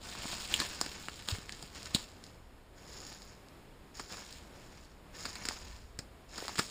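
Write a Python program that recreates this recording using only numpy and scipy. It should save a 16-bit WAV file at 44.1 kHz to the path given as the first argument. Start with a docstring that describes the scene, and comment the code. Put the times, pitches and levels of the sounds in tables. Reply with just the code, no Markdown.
"""Crisp, slow footsteps through dry leaf litter, with snapping twigs and low thuds, in winter woods.
Close by, each step crushes brittle leaves, made as clumps of tiny ringing fractures; twigs, stalks
and clods are bursts through resonances, and heels on soft soil are short decaying swings.
Ground and trunks scatter the breaks briefly. Far off lies a low rumble of open air; a faint hiss
stays steady behind. One small hand-held microphone hears it through a port that colours the treble."""
import sys
import numpy as np
from scipy import signal
from scipy.fft import rfft, irfft
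from scipy.io import wavfile

SR = 44100
rng = np.random.default_rng(int(sys.argv[2]) if len(sys.argv) > 2 else 0)


def transcribe(u):
    """Save the signal u as a 16-bit wav file named by the first command-line argument.

    u: samples, shape (n,) or (channels, n), limited to [-1, 1]; the rate is SR.
    q: integer samples, one column per channel.
    """
    v = np.clip(np.atleast_2d(u).T, -1, 1)
    q = np.round(v * 32767).astype(np.int16)
    wavfile.write(sys.argv[1], SR, q)


N = 295470  # length in samples

# distant rumble of open air: [f/Hz, relative level per Hz/dB]
RUMBLE_SPECTRUM = [(10, -11), (22, 0), (55, 2.5), (78, -0.5), (110, -11.5), (200, -23), (1000, -51)]
# faint steady background hiss: [f/Hz, relative level per Hz/dB]
HISS_SPECTRUM = [(10, -30), (60, -6), (130, -5.5), (240, -8.5), (400, -9.5), (650, -13), (1100, -16.5),
                 (2400, -22.5), (4700, -28.5), (6000, -27), (7500, -32), (10000, -35.5), (12000, -24.5),
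                 (15000, -41)]
# a shoe bearing on the litter or sweeping through it: [start t/s, rise t/s, length until release t/s,
# nominal surface rustle level/dB, nominal deep crushing level/dB, share that breaks, not slides/0-1]
TREADS = [(0, 0.057, 0.3, -48, -45.5, 0.99), (0.171, 0.11, 0.28, -44, -46, 1),
          (0.461, 0.058, 0.19, -40.5, -41, 0.99), (0.678, 0.016, 0.27, -50, -46.5, 0.76),
          (0.972, 0.039, 0.28, -52.5, -56, 1), (1.272, 0.015, 0.03, -39.5, -39, 1),
          (1.477, 0.02, 0.19, -55.5, -55, 0.97), (1.703, 0.06, 0.17, -50.5, -48, 0.8),
          (1.929, 0.015, 0.016, -42.5, -43, 1), (2.22, .015, 0.043, -61.5, -64, .05),
          (2.74, 0.044, .13, -59.5, -58.5, .03), (2.853, 0.069, 0.28, -48, -52, 0),
          (3.183, .02, 0.12, -60.5, -58.5, 0.08), (3.937, .03, 0.061, -47.5, -50, 0.01),
          (4.073, 0.042, 0.11, -47.5, -46, 0.17), (4.219, 0.079, 0.14, -54, -52.5, 1),
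          (4.515, 0.029, 0.33, -64, -61, 0.7), (5.123, 0.058, 0.18, -47.5, -47, 0.07),
          (5.343, 0.022, 0.083, -51, -48, 0), (5.417, .04, 0.13, -47, -47, 0.07),
          (5.6, 0.049, .17, -59, -56, 1), (6.276, 0.13, 0.22, -46.5, -44.5, 0.25),
          (6.548, 0.035, .08, -43.5, -47.5, 0.97)]
# lightly swept leaves: [f/Hz, relative level per Hz/dB]
BRUSH_SPECTRUM = [(300, -27), (1500, -30), (3000, -5.5), (4200, -3), (5100, 5.5), (7000, 2.5), (8200, -18),
                  (10500, -14.5), (15000, -19.5)]
# leaves breaking up: [f/Hz, relative level per Hz/dB]
BREAK_SPECTRUM = [(300, -23), (1500, -13), (2200, -0.5), (2850, 2), (3500, 1.5), (4600, 1), (7200, 0.5),
                  (9200, -10), (10800, -15), (15000, -14)]
# packed litter crushed under the shoe: [f/Hz, relative level per Hz/dB]
CRUSH_SPECTRUM = [(30, 7), (120, 8), (300, 2.5), (550, -3.5), (850, 0), (1350, -0.5), (1700, -0.5),
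                  (2500, -1), (3800, -9), (6000, 3), (15000, -68)]
# damp sticks and clods giving way under the leaves: [t/s, peak level before scatter/dB, f/Hz]
CLODS = [(.151, -36.5, 1080), (.244, -35, 610), (.256, -32, 915), (1.963, -32, 940), (4.105, -43, 1110),
         (5.51, -31, 920), (6.425, -32.5, 498), (6.451, -34.5, 533), (6.493, -31, 780)]
# heels landing on soft soil: [t/s, peak level of envelope/dB, f/Hz, swell t/s]
HEELS = [(.254, -35, 232, 0.0018), (1.323, -28, 89.5, 0.0062), (1.385, -34.5, 177, 0.00098),
         (1.635, -43, 189, 0.0023), (1.9493, -21.5, 207, 0.0013), (5.988, -40.5, 111, 0.0028),
         (6.588, -32.5, 124, 0.003)]
# single stiff leaves and stalks giving way: [t/s, peak level before scatter/dB]
STALKS = [(.454, -34), (.6404, -36), (.7921, -34), (1.523, -26), (1.8298, -30), (1.858, -25),
          (2.2398, -32.5), (2.266, -37), (2.9352, -37), (3.1276, -34), (3.2202, -35.5), (3.486, -40),
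          (4.122, -44), (4.264, -38), (4.3264, -33), (5.2282, -34), (5.3303, -32), (5.4247, -36)]
# twigs breaking, levels before scatter: [t/s, crack level/dB, crack f/Hz, wood level/dB, wood f/Hz,
# knock on the soil level/dB, splitting t/s]
TWIGS = [(0.5402, -30.5, 3120, -66, 2190, -72, 0.0033), (0.601, -35.5, 4160, -41.5, 1720, -47, 0.0059),
         (.813, -33.5, 5440, -41, 970, -46.5, 0.0023), (0.8621, -48, 5070, -51.5, 1720, -49.5, 0.0033),
         (1.0845, -49, 2860, -45, 1390, -53.5, 0.0015), (1.287, -39, 3830, -47.5, 1540, -55, 0.0014),
         (1.494, -53, 3700, -48.5, 1870, -71, 0.00062), (1.6264, -51, 4900, -60, 825, -59, 0.0027),
         (1.9476, -30, 4000, -48, 2200, -42.5, 0.0063), (3.996, -48.5, 5440, -47, 1090, -51, 0.0088),
         (5.254, -45, 4660, -45.5, 1370, -52.5, 0.019), (5.355, -49.5, 4540, -53.5, 1640, -78, 0.0096),
         (5.4531, -43, 5400, -47.5, 1660, -52, 0.0075), (5.4869, -37, 5450, -44.5, 1860, -50.5, 0.0019),
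         (5.9898, -43.5, 5400, -52, 1820, -51, 0.0031), (6.38, -47, 5100, -50, 1340, -55, 0.013),
         (6.4814, -46, 4600, -47, 1140, -66, 0.00068), (6.556, -50, 5000, -51.5, 1670, -58, 0.0062),
         (6.5819, -44, 5170, -44.5, 1600, -53.5, .0078), (6.5894, -34, 5450, -37.5, 1340, -47.5, 0.013),
         (6.594, -39.5, 3960, -39, 1350, -41.5, 0.0022)]
# microphone port, with a null, its octave and a falling top: [f/Hz, gain/dB]
PORT_RESPONSE = [(20, 0), (5100, 0), (5600, -5.5), (6020, -16), (6400, -5), (6900, 0), (10000, 0),
                 (11300, -7), (12000, -21), (12700, -6), (14200, 0), (15200, 3), (15550, -18), (16500, -24)]

HISS_DB, HISS_SWELL_DB = -57, -1.16
RUMBLE_START_DB, RUMBLE_SINK_DB_PER_S = -57, 0.5  # the low rumble slowly sinks
SURGE_S, SURGE_WIDTH_S, SURGE_DB = 5.74, 0.24, 9.5  # and swells once
LOAD_GROWTH_DB = 0.5  # the shoe leans on the leaves harder until it stops
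RELEASE_DB_PER_S = 127  # the crunch dies once the shoe stops
SETTLE_DB, SETTLE_DB_PER_S = -11, 57  # bent leaves go on creeping back, faintly and for longer
STALK_HZ = 5170
LEAD_S = 0.002  # each burst fades in over this time before its peak
EDGE_HZ = 16500  # upper limit of the treble


def amp(db):
    """Decibels to gain."""
    return 10 ** (np.asarray(db) / 20)


def unit(x):
    """Scales to an rms of 1."""
    return x / np.sqrt(np.mean(x ** 2) + 1e-20)


def read(points, hz):
    """Reads a spectrum along a log-frequency axis."""
    f, db = np.transpose(points)
    return np.interp(np.log(hz + 1), np.log(f + 1), db)


def add(mix, s, sound):
    """Lays a sound into the mix at time s."""
    part = mix[max(round(s * SR), 0):][:len(sound)]
    part += sound[:len(part)]


def colour(x, points, size=4096):
    """Causal (minimum-phase) filter with the given spectrum, so that attacks stay sharp."""
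    log_gain = np.log(amp(read(points, abs(np.fft.fftfreq(size, 1 / SR)))))
    taps = np.fft.ifft(np.exp(np.conj(signal.hilbert(log_gain)))).real
    return signal.oaconvolve(x, taps[:size // 2])[:len(x)]


def ring(x, hz, q):
    """One damped resonance, with a q of at least 0.5."""
    return signal.lfilter(*signal.iirpeak(hz, max(q, 0.5), SR), x)


def wander(hz):
    """Smooth chance of rms 1, up to about the given rate."""
    f = np.fft.rfftfreq(N, 1 / SR)
    smooth = rfft(rng.standard_normal(N)) * np.exp(-(f / hz) ** 2)
    return unit(irfft(smooth, N))


def woods(x, t60, wet_db, rise=0.004):
    """Adds scattered sound: sparse echoes that swell quickly and die."""
    t = np.arange(SR // 2) / SR
    echoes = rng.standard_normal(len(t)) * (rng.random(len(t)) < 0.1)
    echoes *= (1 - np.exp(-t / rise)) * amp(-60 * t / t60)
    echoes /= np.linalg.norm(echoes)
    return x + amp(wet_db) * signal.oaconvolve(x, echoes)[:N]


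def rumble():
    """Distant low rumble of open air, shaped from noise."""
    t = np.arange(N) / SR
    surge_db = SURGE_DB * np.exp(-((t - SURGE_S) / SURGE_WIDTH_S) ** 2)
    level_db = RUMBLE_START_DB - RUMBLE_SINK_DB_PER_S * t + surge_db
    return amp(level_db) * unit(colour(rng.standard_normal(N), RUMBLE_SPECTRUM))


def hiss():
    """Faint steady background hiss: shaped noise whose level wavers slightly."""
    level_db = HISS_DB + HISS_SWELL_DB * wander(3.2)
    return amp(level_db) * unit(colour(rng.standard_normal(N), HISS_SPECTRUM))


def bearing(start, rise, length):
    """Power of one tread over time: attack, growing weight, release, then the leaves settle."""
    t = np.arange(N) / SR - start
    after = np.maximum(t - length, 0)
    lean_db = LOAD_GROWTH_DB * (np.clip(t / length, 0, 1) - 1.5)
    load = np.clip(t / rise, 0, 1) * amp(lean_db)
    release = amp(-RELEASE_DB_PER_S * after)
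    settling = amp(SETTLE_DB - SETTLE_DB_PER_S * after)
    return load ** 2 * (release ** 2 + settling ** 2)


def crackle(per_s, spread_db, clump_db, grain_s, width_hz=5000, count=32):
    """Tiny fractures in clumps; each rings one of many leaves, every leaf with its own broad pitch."""
    size = amp(spread_db * np.minimum(rng.exponential(1, N), 4))
    struck = rng.random(N) < per_s / SR
    clicks = size * rng.choice([-1, 1], N) * struck * amp(clump_db * wander(52))
    leaf = rng.integers(0, count, N)
    t = np.arange(SR // 200) / SR
    out = np.zeros(N)
    for k in range(count):
        hz = (k + 0.5) / count * EDGE_HZ
        buckle = rng.standard_normal(len(t)) * np.exp(-t / grain_s)
        shape = unit(buckle + 2 * ring(buckle, hz, hz / width_hz))
        out += signal.oaconvolve(clicks * (leaf == k), shape)[:N]
    return unit(woods(out, t60=0.1, wet_db=-7))


def litter():
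    """Surface leaves slide or break; the packed layer below crunches as the weight comes on."""
    sliding, breaking, crushing = np.zeros((3, N))  # powers
    for start, rise, length, rustle_db, crush_db, broken in TREADS:
        power = bearing(start, rise, length)
        sliding += power * amp(rustle_db) ** 2 * (1 - broken)
        breaking += power * amp(rustle_db) ** 2 * broken
        crushing += power * amp(crush_db) ** 2
    top = crackle(per_s=2600, spread_db=4.8, clump_db=1.2, grain_s=0.00025)
    deep = crackle(per_s=2000, spread_db=1.0, clump_db=3.0, grain_s=0.0013)
    swept = np.sqrt(sliding) * unit(colour(top, BRUSH_SPECTRUM))
    broken_up = np.sqrt(breaking) * unit(colour(top, BREAK_SPECTRUM))
    crushed = np.sqrt(crushing) * unit(colour(deep + 0.5 * top, CRUSH_SPECTRUM))
    return swept + broken_up + crushed


def fracture(split_s, fibres_per_s=7000, fibre_size=0.49):
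    """A first break, LEAD_S after the start, then a dying run of tearing fibres."""
    t = np.arange(SR // 30) / SR
    torn = rng.random(len(t)) < fibres_per_s / SR
    burst = fibre_size * rng.standard_normal(len(t)) * torn * np.exp(-t / split_s)
    burst[0] = 1
    spectrum = rfft(np.roll(burst, round(LEAD_S * SR)))
    # equal strength at every frequency leaves the colour to what rings
    even = irfft(spectrum / (abs(spectrum) + 1e-9), len(t))
    fade_in = np.minimum(t / LEAD_S, 1) ** 2
    return even * fade_in * (1 - t / t[-1]) ** 2


def pops(table, q, split_s):
    """Small things buckle with one burst each, ringing at the pitch given for each."""
    out = np.zeros(N)
    for s, db, hz in table:
        pop = ring(ring(fracture(split_s), hz, q), hz, 1.0)
        add(out, s - LEAD_S, amp(db) * pop / abs(pop).max())
    return out


def clods():
    """Damp sticks and clods give way with a dull, heavily damped ring."""
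    return pops(CLODS, q=1.1, split_s=0.00083)


def heels():
    """The soil gives under a heel and swings briefly at a low pitch."""
    out = np.zeros(N)
    t = np.arange(SR // 10) / SR
    for s, db, hz, swell_s in HEELS:
        envelope = t / swell_s * np.exp(1 - t / swell_s)
        add(out, s, -amp(db) * envelope * np.sin(2 * np.pi * hz * t))
    return out


def stalks():
    """Stiff leaves and stalks give way singly, as ticks that share one high pitch."""
    return pops([(s, db, STALK_HZ) for s, db in STALKS], q=2, split_s=0.0017)


def twigs():
    """Each break gives a sharp crack, a short ring of the stick and a knock into the ground."""
    out = np.zeros(N)
    for s, crack_db, crack_hz, wood_db, wood_hz, soil_db, split_s in TWIGS:
        burst = fracture(split_s)
        stick = unit(ring(burst, crack_hz, q=5.1))
        splinters = amp(-6) * unit(ring(burst, 7200, q=4.5))
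        # the bare fracture reaches the highest treble
        edge = amp(-13) * unit(np.diff(burst, prepend=0))
        # a thin twig radiates little below its own pitch
        thin = signal.butter(2, [0.67 * crack_hz, 9000], "bandpass", fs=SR)
        crack = unit(signal.lfilter(*thin, stick + splinters) + edge)
        wood = unit(ring(ring(fracture(split_s), wood_hz, q=1.6), wood_hz, q=0.5))
        soil = unit(ring(ring(fracture(split_s), 240, q=0.88), 240, q=0.7))
        snap = amp(crack_db) * crack + amp(wood_db) * wood + amp(soil_db) * soil
        add(out, s - LEAD_S, snap)
    return out


def scene():
    """Everything reaches one microphone, the same in both channels."""
    breaks = woods(clods() + stalks() + twigs(), t60=0.16, wet_db=-11.5)
    mono = rumble() + hiss() + litter() + heels() + breaks
    return np.array([mono, mono])


def record(dry):
    """The colour of the microphone port, then the upper limit of the treble."""
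    heard = np.array([colour(channel, PORT_RESPONSE) for channel in dry])
    treble_limit = signal.firwin(401, EDGE_HZ, window=("kaiser", 8), fs=SR)
    return signal.oaconvolve(heard, treble_limit[None], "same")


dry = scene()
out = record(dry)
transcribe(out)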